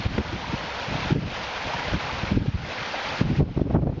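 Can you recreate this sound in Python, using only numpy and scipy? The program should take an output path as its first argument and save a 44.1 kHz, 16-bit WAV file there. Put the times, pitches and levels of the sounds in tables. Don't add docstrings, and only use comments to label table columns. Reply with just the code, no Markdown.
import sys
import numpy as np
from scipy import signal
from scipy.fft import rfft, irfft
from scipy.io import wavfile
from scipy.ndimage import uniform_filter1d

SR = 44100
rng = np.random.default_rng(int(sys.argv[2]) if len(sys.argv) > 2 else 0)


def transcribe(u):
    v = np.clip(np.atleast_2d(u).T, -1, 1)
    q = np.round(v * 32767).astype(np.int16)
    wavfile.write(sys.argv[1], SR, q)


N = 176400


def amp(db):
    return 10 ** (np.asarray(db) / 20)


def unit(x):
    return x / np.sqrt(np.mean(x ** 2) + 1e-20)


def curve(points):
    return np.interp(np.arange(N) / SR, *np.transpose(points))


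def add(mix, start_s, sound):
    at = round(start_s * SR)
    sound = sound[max(-at, 0):]
    part = mix[max(at, 0):][:len(sound)]
    part += sound[:len(part)]


def drift(shape, size):
    return unit(uniform_filter1d(uniform_filter1d(rng.standard_normal(shape), size), size))


def turbulence(corner_hz, low_hz=57.4, size=N):
    hz = np.fft.rfftfreq(size, 1 / SR)
    bass = hz ** 2 / (hz ** 2 + low_hz ** 2) / (hz + low_hz) ** 0.94
    treble_cut = 1 / np.sqrt(1 + (hz / corner_hz) ** 4.608)
    hollow_ring = amp(2.5 / (1 + ((hz - 286) / 18) ** 2))
    noise = irfft(rfft(rng.standard_normal(size)) * bass * treble_cut * hollow_ring, size)
    power = uniform_filter1d(abs(signal.hilbert(noise)) ** 2, size=400, mode="wrap")
    return unit(noise / np.sqrt(uniform_filter1d(power, size=400, mode="wrap")))


# middle_s, length_s, level_db, corner_hz
WIND_BLOWS = [(.063, .009, -14.5, 210), (.183, 0.0049, -16.5, 2800), (.186, 0.0068, -15, 420),
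              (0.198, 0.022, -20, 280), (.345, 0.033, -28, 264), (.54, 0.015, -23, 284),
              (.92, 0.024, -28, 224), (.955, 0.011, -23, 170), (1.028, 0.035, -33.5, 160),
              (1.109, 0.0061, -17, 327), (1.125, 0.012, -8.5, 183), (1.162, 0.018, -9.5, 370),
              (1.185, 0.018, -12.5, 239), (1.228, 0.031, -20.5, 275), (1.668, 0.024, -33, 196),
              (1.945, 0.036, -20, 202), (2.135, 0.0099, -27, 200), (2.323, 0.013, -14.5, 300),
              (2.375, 0.011, -3.5, 182), (2.419, 0.009, -10, 180), (2.45, 0.016, -23.5, 197),
              (2.487, 0.011, -6, 130), (2.55, 0.017, -12, 120), (2.591, 0.022, -28.5, 140),
              (2.645, 0.03, -28.5, 178), (3.215, 0.0057, -9, 370), (3.255, 0.016, -13.5, 210),
              (3.315, 0.034, -14.5, 200), (3.409, 0.021, 0.5, 320), (3.428, 0.0086, 3, 336),
              (3.492, 0.01, -12, 458), (3.567, 0.0041, -4.5, 300), (3.577, 0.0056, -1.5, 640),
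              (3.617, 0.0053, 4.5, 408), (3.663, 0.023, -4, 400), (3.708, 0.012, -5, 800),
              (3.747, 0.011, -4.5, 320), (3.762, 0.028, 3.5, 760), (3.792, 0.0064, -11, 480),
              (3.835, 0.0095, 6, 340), (3.853, 0.0049, -1, 280), (3.862, .008, 1.5, 260),
              (3.874, 0.0081, 3.5, 720), (3.898, 0.0083, 4, 556), (3.929, 0.0088, -8.5, 556),
              (3.979, 0.019, -11.5, 480)]


def blows():
    out = np.zeros(N)
    t = np.arange(-4096, 4096) / SR
    for middle_s, length_s, level_db, corner_hz in WIND_BLOWS:
        swell = np.exp(-2 * (t / length_s) ** 2)
        add(out, middle_s + t[0], amp(level_db) * swell * turbulence(corner_hz, size=len(t)))
    return out


# time_s, level_db
WIND_STRENGTH = [(0, -37.5), (.11, -28), (.27, -33), (.7, -40), (.8, -40.5), (1, -35.5), (1.25, -30),
                 (1.55, -41.5), (1.92, -37), (2.08, -40.5), (2.29, -32.5), (2.345, -18), (2.44, -16),
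                 (2.54, -27.5), (2.68, -37), (2.9, -51), (3.195, -34.5), (3.23, -17.5), (3.38, -16),
                 (3.47, -6.5), (3.535, -27), (3.6, -9.5), (3.7, -13), (3.79, -3.5), (3.91, -6), (4, -19)]


def wind(lump_db=5, flap_db=7):
    force = amp(curve(WIND_STRENGTH))
    lumps = unit(amp(lump_db * drift(N, size=700)))
    rumble = force * lumps * turbulence(corner_hz=191)
    flaps = unit(amp(flap_db * drift(N, size=350)))
    flutter = amp(-2) * force ** 1.7 * flaps * turbulence(corner_hz=520, low_hz=191)
    mic_bass_cut = signal.butter(2, 38, "highpass", fs=SR, output="sos")
    return signal.sosfilt(mic_bass_cut, rumble + flutter + blows())


# pitch_hz, level_db
WATER_COLOUR = [(30, -24), (90, -13.5), (190, -15), (270, -3), (370, -11), (500, -1), (680, -3), (900, 0),
                (1130, -6), (1450, -3.5), (1900, -6.5), (2350, -5.5), (3300, -9.5), (4400, -13.5),
                (6000, -20), (7000, -30.5), (7600, -62)]


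def water_db(hz):
    pitch_hz, level_db = np.transpose(WATER_COLOUR)
    return np.interp(np.log(hz + 1), np.log(pitch_hz), level_db)


def foam(patch_db=0.85, flicker_db=0.91):
    frames, hz = N // 128 + 5, np.fft.rfftfreq(512, 1 / SR)
    grid = (len(hz), frames)
    noise = rng.standard_normal(grid) + 1j * rng.standard_normal(grid)
    patches = unit(uniform_filter1d(drift(grid, size=14), size=6, axis=0))
    noise *= amp(water_db(hz)[:, None] + patch_db * patches + flicker_db * drift(frames, size=5))
    return unit(signal.istft(noise, nperseg=512, noverlap=384)[1][:N])


def bubble(hz, cycles, rise=0.023):
    age = np.arange(0, 6, hz / cycles / SR)
    fade = (1 - np.exp(-6 * age)) * np.exp(-age)
    return fade * np.sin(2 * np.pi * cycles * (age + rise * age ** 2 / 2))


def bubble_swarm(per_s, spread_db, cycles, low_hz, high_hz, pitches):
    out = np.zeros(N)
    middle_hz = np.sqrt(low_hz * high_hz)
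    for hz in np.geomspace(low_hz, high_hz, pitches):
        bursts = rng.random(N) < per_s / pitches / SR * np.sqrt(hz / middle_hz)
        strength = amp(spread_db * np.minimum(rng.exponential(1, N), 4))
        ringing = signal.oaconvolve(bursts * strength, bubble(hz, cycles))[:N]
        out += amp(water_db(hz)) * hz ** 0.75 * ringing
    return unit(out)


# start_s, pitch_hz, level_db
AIR_POCKETS = [(0.441, 985, -27), (0.5, 915, -23), (0.531, 903, -25), (1.62, 837, -23), (1.735, 925, -17),
               (1.819, 931, -23.5), (1.881, 607, -25), (2.093, 1126, -24), (2.821, 910, -22.5),
               (2.942, 716, -21), (2.979, 780, -27), (3.09, 4500, -23.5)]


def glugs(roughness=0.44):
    out = np.zeros(N)
    for start_s, pitch_hz, level_db in AIR_POCKETS:
        tone = bubble(pitch_hz, cycles=6.4)
        wobble = 1 + roughness * drift(SR, size=90)[:len(tone)]
        add(out, start_s, amp(level_db) * tone * wobble)
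    return out


# time_s, level_db
STREAM_FLOW = [(0, -32.5), (.3, -35), (1, -30.5), (1.4, -32), (1.85, -30.5), (2.05, -32), (2.7, -32.5),
               (3.15, -30), (4, -33.5)]


def stream():
    splashes = bubble_swarm(per_s=3000, spread_db=3.5, cycles=3.32, low_hz=480, high_hz=5184, pitches=30)
    babble = bubble_swarm(per_s=260, spread_db=4, cycles=9, low_hz=455.5, high_hz=4200, pitches=40)
    return amp(curve(STREAM_FLOW)) * (amp(-1.5) * foam() + amp(-6) * splashes + amp(-11) * babble)


def scene():
    return (stream() + glugs() + wind())[None]


def record(dry):
    limit_db, ratio, attack_s, recover_db_per_s = -22, 13.7, 0.013, 83
    level_db = 10 * np.log10(abs(uniform_filter1d(dry[0] ** 2, size=350)) + 1e-12)
    fall_db = np.arange(N) * recover_db_per_s / SR
    held_db = np.maximum.accumulate(level_db + fall_db) - fall_db
    cut_db = np.maximum(held_db - limit_db, 0) * (1 - 1 / ratio)
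    smoothing = np.exp(-1 / (attack_s * SR))
    ducked = dry * amp(-signal.lfilter([1 - smoothing], [1, -smoothing], cut_db))
    treble_cut = signal.firwin(401, 7650, window=("kaiser", 9), fs=SR)
    return signal.oaconvolve(ducked, treble_cut[None], "same")


dry = scene()
out = record(dry)
transcribe(out)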